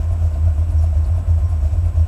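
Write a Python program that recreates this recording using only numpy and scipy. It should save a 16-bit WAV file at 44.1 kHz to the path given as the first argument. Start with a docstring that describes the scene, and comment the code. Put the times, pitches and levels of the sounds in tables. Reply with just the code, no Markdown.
"""A big V8 idles with an uneven lope, heard from inside the cabin: a bending exhaust boom leads.
The cylinders of the two banks fire with uneven strength, so mostly odd multiples of the engine cycle drone.
Firing pulses thud through pipe and cabin resonances; decaying puffs of noise ring the engine as clatter.
Shaped noise makes the fan and a hiss that swells with each revolution; narrow bands of noise make loose
trim buzz, rattle and sizzle, and swell briefly at set pitches; faint whines from sine waves lie on top."""
import sys
import numpy as np
from scipy import signal
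from scipy.fft import rfft, irfft
from scipy.io import wavfile
from scipy.ndimage import uniform_filter1d

SR = 44100
rng = np.random.default_rng(int(sys.argv[2]) if len(sys.argv) > 2 else 0)


def store_wav(level_fs):
    """Save 16-bit WAV to argv[1]."""
    pcm = np.round(np.clip(np.atleast_2d(level_fs), -1, 1) * 32767)
    wavfile.write(sys.argv[1], SR, pcm.T.astype(np.int16))


N = 91463
TIME = np.arange(N) / SR


def amp(db):
    """Decibels to gain."""
    return 10 ** (np.asarray(db) / 20)


def unit(x):
    """Scales to rms 1."""
    return x / np.sqrt(np.mean(x ** 2) + 1e-20)


def sine(hz):
    """A sine of peak 1 that follows a frequency curve."""
    return np.sin(2 * np.pi * np.cumsum(hz) / SR)


def drift(hz):
    """Random wander of rms 1, with little movement faster than hz times a second."""
    f = np.fft.rfftfreq(2 * N, 1 / SR)
    spectrum = rfft(rng.standard_normal(2 * N)) / (1 + (f / hz) ** 8)
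    return unit(irfft(spectrum)[:N])


def noise(points, low_hz):
    """Noise of a given spectrum and rms 1, cut steeply below low_hz."""
    f = np.fft.rfftfreq(N, 1 / SR) + 1  # the offset keeps the logarithm finite
    hz, db = np.transpose(points)
    gain = amp(np.interp(np.log(f), np.log(hz), db))
    gain = gain / np.sqrt(1 + (low_hz / f) ** 8)
    return unit(irfft(rfft(rng.standard_normal(N)) * gain, N))


def ring(x, modes):
    """Passes x through parallel resonances, each filtered twice for steep sides, to rms 1."""
    out = np.zeros(N)
    for hz, half_width_hz, db in modes:
        b, a = signal.iirpeak(hz, hz / (2 * half_width_hz), SR)
        once = signal.lfilter(b, a, x)
        out += amp(db) * unit(signal.lfilter(b, a, once))
    return unit(out)


def beats(turns):
    """Samples at which a new whole turn begins."""
    return np.flatnonzero(np.diff(np.floor(turns), prepend=-1))


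def burst(start, rise_s):
    """An envelope that peaks at 1, rise_s after its start, and dies away."""
    u = np.maximum(TIME - start, 0) / rise_s
    return u * np.exp(1 - u)


# Idle speed of the crankshaft. Each row: time in seconds, speed in rpm.
IDLE_SPEED = [(0, 535), (.3, 530), (.55, 485), (.85, 500), (1.15, 545), (1.35, 535), (1.6, 505), (1.9, 535),
              (2.07, 540)]
LOPE_LAG_TURNS = 0.14


def crankshaft():
    """Integrates idle speed into four-stroke cycles (two turns each) and a lope of one swing a turn."""
    rpm = np.interp(TIME, *np.transpose(IDLE_SPEED))
    revolutions = np.cumsum(rpm) / 60 / SR
    lope = np.cos(2 * np.pi * (revolutions - LOPE_LAG_TURNS))
    return revolutions / 2, lope


# Swells and bends of the exhaust boom, joined up and then smoothed.
# Each row: time in seconds, rms level in dB, pitch in Hz.
BOOM_PATH = [(0, -21.5, 74.2), (0.115, -16.5, 87.3), (0.184, -21, 81.55), (0.261, -12.5, 82.8),
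             (0.303, -23, 79.76), (0.382, -19.5, 73.9), (0.478, -11.5, 86), (0.552, -23, 71.64),
             (0.609, -12.5, 80.05), (0.662, -25, 84.3), (0.695, -15.5, 78.8), (0.725, -30.5, 90.7),
             (0.758, -12.0, 77.28), (0.895, -16, 82.55), (0.957, -18, 67.7), (0.977, -12, 79.95),
             (1.056, -19.5, 77.5), (1.082, -23.5, 55.1), (1.11, -13.5, 85.6), (1.267, -39, 86.73),
             (1.3, -11.5, 82.55), (1.387, -15, 80.54), (1.411, -34.5, 59.43), (1.444, -11.0, 80.34),
             (1.485, -34.5, 92.1), (1.526, -15.5, 83.2), (1.617, -20.5, 72.03), (1.657, -13.0, 76.12),
             (1.705, -41.5, 72.16), (1.729, -13.5, 82.56), (1.753, -38.5, 92.8), (1.789, -12.0, 76.8),
             (1.817, -21, 92), (1.86, -14.5, 82.4), (1.935, -56.5, 86.96), (1.985, -12, 80.66),
             (2.02, -10.5, 79.5), (2.07, -38.5, 85.2)]
BOOM_GLIDE_S = .008


def boom():
    """The exhaust tone on the cabin resonance: its loudness and its pitch, sample by sample."""
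    s, db, hz = np.transpose(BOOM_PATH)
    path = np.array([np.interp(TIME, s, amp(db)), np.interp(TIME, s, hz)])
    return uniform_filter1d(path, round(BOOM_GLIDE_S * SR))


# Deep exhaust tones. Each row: multiple of the four-stroke cycle, rms level in dB before wander and lope.
DRONE_TONES = [(9, -54), (11, -26.5), (13, -48.5), (25, -44.5), (32, -47), (39, -50.5), (70, -57)]
# Spectrum of the body shake under the tones. Each row: frequency in Hz, relative level in dB per Hz.
RUMBLE_SPECTRUM = [(28, 0), (40, 0), (70, -2), (110, -6), (200, -24), (600, -60)]
RUMBLE_DB, DRONE_LOPE_DB = -36.5, 4  # rumble level before the lope; lope swing either way


def exhaust(cycles, boom_gain, boom_hz, lope):
    """A clean, bending boom over cycle-locked deep tones and rumble that throb once a revolution."""
    drone = np.zeros(N)
    for order, db in DRONE_TONES:
        level = amp(db + .7 * drift(4))
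        drone += level * np.cos(2 * np.pi * (order * cycles + .03 * drift(4)))
    rumble = amp(RUMBLE_DB) * noise(RUMBLE_SPECTRUM, 26)
    throb = (np.sqrt(2) * drone + rumble) * amp(DRONE_LOPE_DB * lope)
    return np.sqrt(2) * boom_gain * sine(boom_hz) + throb


SWELL_S = 0.053  # from the middle to 1/e of the change in dB


def swells(rows):
    """A level in dB that rises or dips smoothly around each listed moment."""
    return sum(db * np.exp(-((TIME - middle) / SWELL_S) ** 2) for middle, db in rows)


# Pulse strength of the cylinders in firing order. Each entry: relative level in dB before chance.
CYLINDER_STRENGTH = [-20, 7, -16, 0, -5, 12, 6.5, 7.5]
# Cabin and pipe resonances rung by the pulses.
# Each row: frequency in Hz, half width of one filter pass in Hz, relative level in dB.
CABIN_MODES = [(135, 20, 2), (163.8, 14, -1.5), (231, 31.3, -1), (293, 14, -4), (339.4, 39, -16)]
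# Broad rises and dips in the level of the low-mid thudding.
# Each row: middle in seconds, level change in dB.
THUD_SWELLS = [(.17, -0.5), (.42, 1.5), (1.21, 6.5), (1.85, 4)]
UNEVEN_DB = 4  # scales the chance in each pulse
THUD_DB, THUD_LOW_CUT_HZ = -43, 123  # rms level before the low cut and the swells


def firing(cycles):
    """Eight pulses a cycle, uneven in strength and mixed with noise, thud through pipe and cabin."""
    at, pulses = beats(len(CYLINDER_STRENGTH) * cycles), np.zeros(N)
    chance_db = UNEVEN_DB * rng.uniform(-2.0, 1, len(at))
    pulses[at] = amp(np.resize(CYLINDER_STRENGTH, len(at)) + chance_db)
    rough = unit(pulses) + 1.66 * rng.standard_normal(N)
    low_cut = signal.butter(2, THUD_LOW_CUT_HZ, "high", fs=SR, output="sos")
    thuds = signal.sosfilt(low_cut, ring(rough, CABIN_MODES))
    return amp(THUD_DB) * thuds * amp(swells(THUD_SWELLS))


# Engine resonances in the clatter.
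# Each row: frequency in Hz, half width of one filter pass in Hz, relative level in dB.
CLATTER_MODES = [(651, 59, 13.5), (705.4, 17, -4)]
CLATTER_DB, CLATTER_LOPE_DB, CLATTER_UNEVEN_DB = -47.5, 4.5, 1
PUFF_DECAY_S = 0.0043
# Harder knocks. Each row: start in seconds, peak level in dB before the knock trim.
HARD_KNOCKS = [(.106, -30), (.136, -30), (.222, -29), (.247, -27.5), (.356, -30), (.479, -26), (.836, -24),
               (.957, -29), (1.179, -31), (1.288, -29.5), (1.375, -31), (1.524, -29), (1.646, -28.5),
               (1.734, -28), (1.858, -28.5), (1.975, -28.5)]
KNOCK_TRIM_DB, KNOCK_HZ, KNOCK_RISE_S = -5.5, 648, .004


def clatter(cycles, lope):
    """Two valve strokes per firing puff noise into the engine's resonances; wavering sines knock on top."""
    at, pulses = beats(2 * len(CYLINDER_STRENGTH) * cycles), np.zeros(N)
    pulses[at] = amp(CLATTER_UNEVEN_DB * rng.uniform(-1, 1, len(at)))
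    decay = np.exp(-1 / (PUFF_DECAY_S * SR))
    puffs = signal.lfilter([1], [1, -decay], pulses) * rng.standard_normal(N)
    strokes = unit(ring(puffs, CLATTER_MODES) * amp(CLATTER_LOPE_DB * lope))
    knock_tone = sine(KNOCK_HZ * (1 + 0.0478 * drift(85)))
    knocks = sum(amp(db + KNOCK_TRIM_DB) * burst(start, KNOCK_RISE_S) for start, db in HARD_KNOCKS)
    return amp(CLATTER_DB) * strokes + knock_tone * knocks


# Fan and air spectrum. Each row: frequency in Hz, relative level in dB per Hz before the low cut.
AIR_SPECTRUM = [(120, -36), (200, 2.5), (258, -30), (309, -2), (459, -11), (636, -1.5), (804, -9.5),
                (1040, -10.5), (2060, -22), (2420, -21.5), (6300, -37.5), (8120, -32.5), (8570, -34.5),
                (9720, -39), (15000, -38)]
AIR_DB, AIR_LOPE_DB, AIR_LOW_CUT_HZ = -44, 0.6, 182
# Hiss spectrum. Each row: frequency in Hz, relative level in dB per Hz before the low cut.
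HISS_SPECTRUM = [(1200, -1), (2000, -8), (2400, 11), (3200, -0.5), (4300, -0.5), (5400, 6), (6200, 3.5),
                 (7200, 7.5), (8200, -11.5), (9100, -5), (9850, 3), (11000, -8), (13000, -4.5),
                 (15000, -11)]
# Broad surges of the hiss. Each row: middle in seconds, level change in dB.
HISS_SURGES = [(.01, 3.5), (.26, 3.5), (.83, 4.5), (1.69, 5.5)]
HISS_DB, HISS_LOPE_DB, HISS_GRAIN_DB = -58.5, 1.5, 2
HISS_FOLLOW = 0.19  # dB of hiss per dB of boom


def air(lope, shake_db):
    """Nearly steady fan noise, and a grainy hiss that follows lope and boom and now and then surges."""
    fan = unit(noise(AIR_SPECTRUM, AIR_LOW_CUT_HZ) * amp(AIR_LOPE_DB * lope))
    hiss = noise(HISS_SPECTRUM, 1400)
    swell_db = HISS_LOPE_DB * lope + HISS_FOLLOW * shake_db + swells(HISS_SURGES)
    hiss = hiss * amp(swell_db + HISS_GRAIN_DB * drift(270))
    return amp(AIR_DB) * fan + amp(HISS_DB) * unit(hiss)


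BUZZ_HZ, BUZZ_HALF_WIDTH_HZ, BUZZ_DB = 5620, 75, -69.5
BUZZ_FOLLOW = .8  # dB of buzz per dB of boom
RATTLE_HZ, RATTLE_DB, RATTLE_LOPE_DB = 9630, -69.5, 0.5
# Brief sizzles. Each row: start in seconds, level in dB before the sizzle trim, centre in Hz.
TRIM_SIZZLES = [(.116, -59, 9850), (.331, -57.5, 4300), (.69, -59, 4200), (.704, -60, 9600),
                (.82, -59, 9850), (1.042, -56, 4470), (1.058, -60, 9300), (1.165, -57.5, 9700),
                (1.493, -60, 9900), (1.852, -60, 9800)]
SIZZLE_TRIM_DB, SIZZLE_RISE_S = -1.0, .008
GRAIN_HALF_WIDTH_HZ = 800  # of one filter pass, for rattle and sizzles
# Brief swells of narrow noise, one at the pitch of a whine, the others near the buzz.
# Each row: middle in seconds, level in dB, centre in Hz.
NARROW_SWELLS = [(.5, -55, 1455), (.8, -59, 5620), (.865, -62, 5390), (1.462, -60.5, 5620)]
NARROW_SWELL_S, NARROW_HALF_WIDTH_SHARE = .026, .018  # middle to 1/e; share of the centre frequency


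def trim_and_narrow_swells(lope, shake_db):
    """Loose trim as narrow noise: buzz follows boom, rattle follows lope; sizzles and swells are placed."""
    buzz = ring(rng.standard_normal(N), [(BUZZ_HZ, BUZZ_HALF_WIDTH_HZ, 0)])
    out = amp(BUZZ_DB) * unit(buzz * amp(BUZZ_FOLLOW * shake_db))
    grains = rng.standard_normal(N) * amp(2 * drift(610))
    rattle = ring(grains, [(RATTLE_HZ, GRAIN_HALF_WIDTH_HZ, 0)])
    out += amp(RATTLE_DB) * unit(rattle * amp(RATTLE_LOPE_DB * lope))
    for start, db, hz in TRIM_SIZZLES:
        sizzle = ring(grains, [(hz, GRAIN_HALF_WIDTH_HZ, 0)])
        out += amp(db + SIZZLE_TRIM_DB) * burst(start, SIZZLE_RISE_S) * sizzle
    for middle, db, hz in NARROW_SWELLS:
        envelope = np.exp(-((TIME - middle) / NARROW_SWELL_S) ** 2)
        out += amp(db) * envelope * ring(grains, [(hz, hz * NARROW_HALF_WIDTH_SHARE, 0)])
    return out


# Accessory whines. 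Each row: centre in Hz, rms level in dB before wander, rms pitch waver in Hz.
ACCESSORY_WHINES = [(1045, -58, 2), (1454, -68, 6), (1533, -68.5, 2), (2346, -77, 8), (522, -62, 4)]
ELECTRIC_HZ, ELECTRIC_DB = 7880, -63.5  # rms level


def whines():
    """Sines wavering in pitch and level for the accessories, and one pure electrical tone."""
    out = amp(ELECTRIC_DB) * np.sin(2 * np.pi * ELECTRIC_HZ * TIME)
    for hz, db, waver_hz in ACCESSORY_WHINES:
        level = amp(db + 2 * drift(4.4))
        out += level * sine(hz + waver_hz * drift(10.6))
    return np.sqrt(2) * out


SHAKE_S = 0.013  # smoothing of the boom level that shakes hiss and buzz


def scene():
    """One crankshaft times the engine and the lope; the boom level shakes hiss and buzz."""
    cycles, lope = crankshaft()
    boom_gain, boom_hz = boom()
    shake = uniform_filter1d(boom_gain, round(SHAKE_S * SR)) / boom_gain.mean()
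    shake_db = 20 * np.log10(shake)
    engine = exhaust(cycles, boom_gain, boom_hz, lope) + firing(cycles) + clatter(cycles, lope)
    cabin = air(lope, shake_db) + trim_and_narrow_swells(lope, shake_db) + whines()
    return (engine + cabin)[None]


FADE_S, TOP_HZ = .0015, 15200


def record(dry):
    """Fades both ends softly and rolls off the treble above TOP_HZ with a steep linear-phase filter."""
    to_edge_s = np.minimum(TIME, TIME[::-1])
    ends = np.sin(np.pi / 2 * np.minimum(to_edge_s / FADE_S, 1)) ** 2
    low_pass = signal.firwin(511, TOP_HZ, window=("kaiser", 9), fs=SR)
    return signal.oaconvolve(dry * ends, low_pass[None], "same")


dry = scene()
out = record(dry)
store_wav(out)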